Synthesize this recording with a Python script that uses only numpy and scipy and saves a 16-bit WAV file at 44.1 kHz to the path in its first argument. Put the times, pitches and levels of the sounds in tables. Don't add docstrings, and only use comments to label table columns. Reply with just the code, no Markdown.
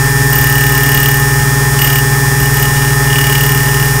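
import sys
import numpy as np
from scipy import signal
from scipy.fft import rfft, irfft
from scipy.io import wavfile
from scipy.ndimage import uniform_filter1d

SR = 44100
rng = np.random.default_rng(int(sys.argv[2]) if len(sys.argv) > 2 else 0)


def log_audio(samples):
    frames = np.atleast_2d(samples).T
    limited = np.clip(frames, -1, 1)
    pcm = np.round(limited * 32767).astype(np.int16)
    wavfile.write(sys.argv[1], SR, pcm)


N = 176400
TIME = np.arange(N) / SR
FREQS = np.fft.rfftfreq(N, 1 / SR) + 1e-3


def undb(db):
    return 10 ** (np.asarray(db) / 20)


def unit(x):
    return x / np.sqrt(np.mean(x ** 2))


def colour(points, hz):
    pitch_hz, level_db = np.array(points).T
    return undb(np.interp(np.log(hz), np.log(pitch_hz), level_db))


def resonance(hz, width_hz):
    return unit(1 / (1 + .64j * (FREQS / hz - hz / FREQS) * hz / width_hz) ** 2)


def filtered(x, response):
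    return irfft(rfft(x) * response, N)


def noise(response):
    return unit(filtered(rng.standard_normal(N), response))


def walk(rate):
    return noise(1 / (1 + (FREQS / rate) ** 4))


def tone(cycles, db, waver_db=.5):
    return np.sqrt(2) * undb(db + waver_db * walk(16)) * np.sin(2 * np.pi * cycles)


# time_s, turns_per_s
MOTOR_SPEED = [(0.0, 139.6), (1.31, 139.8), (1.78, 140.3), (2.0, 139.6), (2.42, 140.2), (3.11, 140.0),
               (3.62, 140.5), (4.0, 140.4)]

def motor_speed():
    return np.interp(TIME, *np.array(MOTOR_SPEED).T) + .02 * walk(10)


# cycles_per_turn, level_db
SHAFT_TONES = [(1, -13.7), (2, -29), (3, -30), (5, -43), (6, -26.5), (7, -36), (8, -46), (9, -36),
               (10, -43), (11, -43), (12, -28.5), (13, -38), (17, -42)]
# cycles_per_turn, ripple_multiple, level_db
RIPPLE_TONES = [(0, 1, -18), (1, 1, -36), (2, -1, -33), (2, 1, -26.5), (3, 1, -43.5), (12, -1, -35),
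                (12, 1, -18), (12, 2, -30.5), (13, 1, -79)]
# time_s, boost_db
WHINE_BOOST = [(0, -0.5), (.5, 2.5), (1.1, 1.5), (1.6, -1.5), (2, 0), (2.5, -1), (3.2, 0), (4, -1.5)]
RIPPLE_HZ = 120

def motor(turns, slots=12):
    start_phase = rng.random(32)
    whine_db = np.interp(TIME, *np.array(WHINE_BOOST).T)
    hum = 0
    for per_turn, ripple, db in [(k, 0, db) for k, db in SHAFT_TONES] + list(RIPPLE_TONES):
        per_turn, ripple = round(per_turn), round(ripple)
        cycles = per_turn * turns + ripple * RIPPLE_HZ * TIME + start_phase[per_turn]
        boosted = per_turn == slots or (per_turn, ripple) == (2, 0)
        hum = hum + tone(cycles, db + whine_db * boosted)
    return hum


# pitch_hz, level_db
BELT_TONES = [(57.8, -24), (178.7, -35)]

def belt():
    return sum(tone(hz * TIME + rng.random(), db) for hz, db in BELT_TONES)


# pitch_hz, level_db
BUZZ_CURVE = [(2660, -50), (4340, -51), (5320, -47), (6440, -48), (7560, -45), (8680, -47), (9660, -46),
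              (11060, -46), (12180, -45), (13440, -49), (14560, -52), (15400, -48)]
# cycles_per_turn, level_db
BUZZ_PEAKS = [(24, -40), (35, -39), (36, -36), (38, -40), (39, -36), (40, -34), (41, -39), (42, -38),
              (46, -40), (48, -34), (50, -39), (51, -39), (52, -41), (55, -42), (56, -40), (58, -34),
              (59, -37), (60, -36), (64, -35), (66, -39), (67, -42), (69, -41), (71, -41), (72, -38),
              (76, -38), (84, -38), (87, -42), (91, -40), (95, -42), (100, -40), (102, -37), (107, -41),
              (108, -40), (109, -42)]
# pitch_hz, boost_db
BUZZ_BRIGHTNESS = [(2000, 0), (7000, .5), (10000, 2), (15500, 3)]

def brushes(turns, bars=12, size=4096, fade_bars=.45, jitter_turns=.0002, throb_depth=.13):
    bar = np.arange(size) * bars / size
    scrape = rng.standard_normal(size) * np.exp(-(bar % 1) / fade_bars)
    scrape *= undb(2.7 * rng.standard_normal(bars))[bar.astype(int)]
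    per_turn = np.arange(15, 114)
    pitch_hz = per_turn * MOTOR_SPEED[0][1]
    gain = colour(BUZZ_CURVE, pitch_hz) * undb(rng.standard_normal(len(per_turn)))
    for peak, db in BUZZ_PEAKS:
        gain[per_turn == round(peak)] = undb(db)
    gain *= colour(BUZZ_BRIGHTNESS, pitch_hz)
    overtones = np.zeros(size // 2 + 1, complex)
    overtones[per_turn] = gain * np.exp(1j * np.angle(rfft(scrape)[per_turn]))
    one_turn = irfft(overtones) * size / np.sqrt(2)
    position = (turns + jitter_turns * walk(29)) % 1
    buzz = np.interp(position, np.arange(size) / size, one_turn)
    return buzz * (1 + throb_depth * np.sin(2 * np.pi * RIPPLE_HZ * TIME))


# pitch_hz, relative_db
WHIR_CURVE = [(20, 0), (35, -5.5), (100, 2.5), (200, -3), (260, 0.5), (330, -9), (410, 2.5), (520, -11.5),
              (640, -9), (900, -8), (1500, -9), (1900, -4.5), (2400, -11.5), (3000, -13), (4200, -17),
              (5200, -13), (8000, -14.5), (12000, -19.5), (15500, -21.5)]
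# pitch_hz, width_hz, level_db
BODY_RINGS = [(818.5, 63, -32.5), (1050, 17, -33), (1103, 38, -36), (1267, 38, -32.5), (1387, 74, -38.5),
              (1798, 270, -37), (2390, 50, -40.5)]

def whir(level_db=-21, flicker_db=1.06):
    rush = undb(level_db + flicker_db * walk(20)) * noise(colour(WHIR_CURVE, FREQS))
    return rush + sum(undb(db) * noise(resonance(hz, width)) for hz, width, db in BODY_RINGS)


# time_s, squeal_db, rasp_db, contact_ms
KEY_PRESSES = [
    [(.23, -36, -39, 2), (.31, -27, -47, 2), (.335, -16, -20, 5), (.36, -16, -25, 6),
     (.43, -19.5, -26, 1.6), (.6, -23, -25, 2), (.8, -21, -25, 2.1), (.95, -18, -20, 2),
     (1.08, -17, -22.5, 2), (1.2, -25, -32, 2), (1.3, -39, -39, 2), (1.44, -35, -29, 2)],
    [(1.78, -34, -17, 3), (1.795, -28, -19, 3), (1.82, -14, -17.5, 10), (1.85, -17, -21, 9),
     (1.905, -22, -23, 8), (1.96, -20, -21, 6), (2.0, -21, -22.5, 5)],
    [(2.39, -22, -29, 4), (2.435, -25, -28, 4), (2.46, -28, -27, 3), (2.49, -32, -43, 2),
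     (2.54, -22, -33, 2.7), (2.6, -24, -29, 3), (2.63, -19, -24, 4), (2.655, -26, -23, 5),
     (2.69, -38, -34, 3), (2.8, -35, -27, 3), (2.96, -36, -28, 3)],
    [(3.04, -38, -33, 3), (3.12, -40, -22, 3), (3.18, -25, -17, 3), (3.3, -25, -20.5, 3.3),
     (3.46, -19, -22.5, 2.5), (3.58, -23, -27, 2.5), (3.7, -28, -30, 2.5), (3.78, -25, -25, 2.5),
     (3.86, -28, -30, 2.5), (4.0, -28, -38, 2.5)],
]
BITE_DELAYS = [0, 3.5, 0, 0]

def cutter(turns, speed, pulley_ratio=3.9167, high_spot_turn=.76, scatter_db=1.1):
    press_edges_s = [rows[end][0] for rows in KEY_PRESSES for end in (0, -1)]
    delay_ms = np.interp(TIME, press_edges_s, np.repeat(BITE_DELAYS, 2))
    wheel_turns = (turns - speed * delay_ms / 1000) / pulley_ratio - high_spot_turn
    nearest_bite = np.round(wheel_turns).astype(int)
    from_bite_ms = (wheel_turns - nearest_bite) * pulley_ratio / speed * 1000
    turn_samples = int(SR * pulley_ratio / speed[0])
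    strength = undb(scatter_db * rng.standard_normal(200))[nearest_bite]
    squeal_gains, pressure = [], 0
    for rows in KEY_PRESSES:
        time_s, squeal_db, rasp_db, _ = np.array(rows).T
        touching = strength * (TIME >= time_s[0]) * (TIME <= time_s[-1])
        squeal_gains.append(touching * undb(np.interp(TIME, time_s, squeal_db)))
        pressure = pressure + touching * undb(np.interp(TIME, time_s, rasp_db))
    time_s, _, _, contact_ms = np.vstack(KEY_PRESSES).T
    contact = np.exp(-2 * (from_bite_ms / np.interp(TIME, time_s, contact_ms)) ** 2)
    contact /= np.sqrt(uniform_filter1d(contact ** 2, size=turn_samples) + 1e-6)
    whole_turns = np.floor(wheel_turns)
    knocks = np.diff(whole_turns, prepend=whole_turns[0]) * np.sqrt(turn_samples) * pressure
    return squeal(squeal_gains, contact) + rasp(from_bite_ms, pressure) + key_ring(knocks)


# pitch_hz, wander_hz, lower_tone_db
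SQUEALS = [(14200, 90, -15), (14200, 170, -10), (14200, 140, -10), (14400, 380, -11)]

def squeal(gains, contact, lower_ratio=.918, gain_db=-1.5):
    tones = 0
    for gain, (hz, wander_hz, lower_db) in zip(gains, SQUEALS):
        for centre_hz, db in [(hz, 0), (hz * lower_ratio, lower_db)]:
            cycles = np.cumsum(centre_hz + wander_hz * walk(700)) / SR
            tones = tones + gain * undb(db) * np.sqrt(2) * np.sin(2 * np.pi * cycles)
    return undb(gain_db) * tones * contact


# pitch_hz, relative_db
RASP_CURVE = [(700, -12), (1200, -9), (2000, -6), (2400, -5), (2700, -7), (3100, -6), (3500, -10),
              (4200, -17), (4800, -9), (6000, -15), (7600, -10), (8600, -9), (9800, -13), (11500, -19),
              (13000, -10), (15400, -11)]

def rasp(from_bite_ms, pressure, rise_ms=1.4, fade_ms=6.5, gain_db=-1):
    bursts = unit(np.exp(np.minimum(from_bite_ms / rise_ms, -from_bite_ms / fade_ms)))
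    scrape = rng.standard_normal(N) * bursts * pressure
    return undb(gain_db) * filtered(scrape, unit(colour(RASP_CURVE, FREQS)))


# pitch_hz, fade_s (time to drop 60 dB), relative_db
KEY_NOTES = [(2380, .03, -16), (2868, .075, 0), (2930, .05, -7), (3120, .03, -13)]

def key_ring(knocks, gain_db=-3.5):
    t = TIME[:4096]
    ring = sum(undb(db - 60 * t / fade_s) * np.sin(2 * np.pi * hz * t) for hz, fade_s, db in KEY_NOTES)
    return undb(gain_db) * signal.fftconvolve(knocks, ring / np.linalg.norm(ring))[:N]


# delay_ms, level_db
BENCH_ECHOES = [(3.4, -7), (6.5, -14)]

def bench_echoes(sound, tail_db=-12, fade_s=.08):
    t = TIME[:8192]
    tail = rng.standard_normal(len(t)) * undb(-60 * t / fade_s) * (t > BENCH_ECHOES[0][0] / 1000)
    response = undb(tail_db) * tail / np.linalg.norm(tail)
    response[0] = 1
    for delay_ms, db in BENCH_ECHOES:
        response[int(delay_ms * SR / 1000)] += undb(db)
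    return signal.fftconvolve(sound, response)[:N]


# start_s, level_db
BENCH_BUMPS = [(.35, -21), (.97, -22), (1.39, -24), (2.40, -23), (2.66, -24), (3.34, -24)]

def bumps(rise_s=.02):
    swell = 0
    for start_s, db in BENCH_BUMPS:
        age = np.maximum(TIME - start_s, 0) / rise_s
        swell = swell + undb(db) * age * np.exp(1 - age)
    return swell * noise(resonance(hz=70, width_hz=70))


def scene():
    speed = motor_speed()
    turns = np.cumsum(speed) / SR
    running = motor(turns) + belt() + undb(.5) * brushes(turns) + whir()
    cutting = bench_echoes(cutter(turns, speed))
    return (running + cutting + bumps())[None]


def record(dry):
    treble_cut = signal.ellip(14, .1, 85, 15700, fs=SR, output="sos")
    return signal.sosfilt(treble_cut, np.clip(dry, -.88, .88))


dry = scene()
out = record(dry)
log_audio(out)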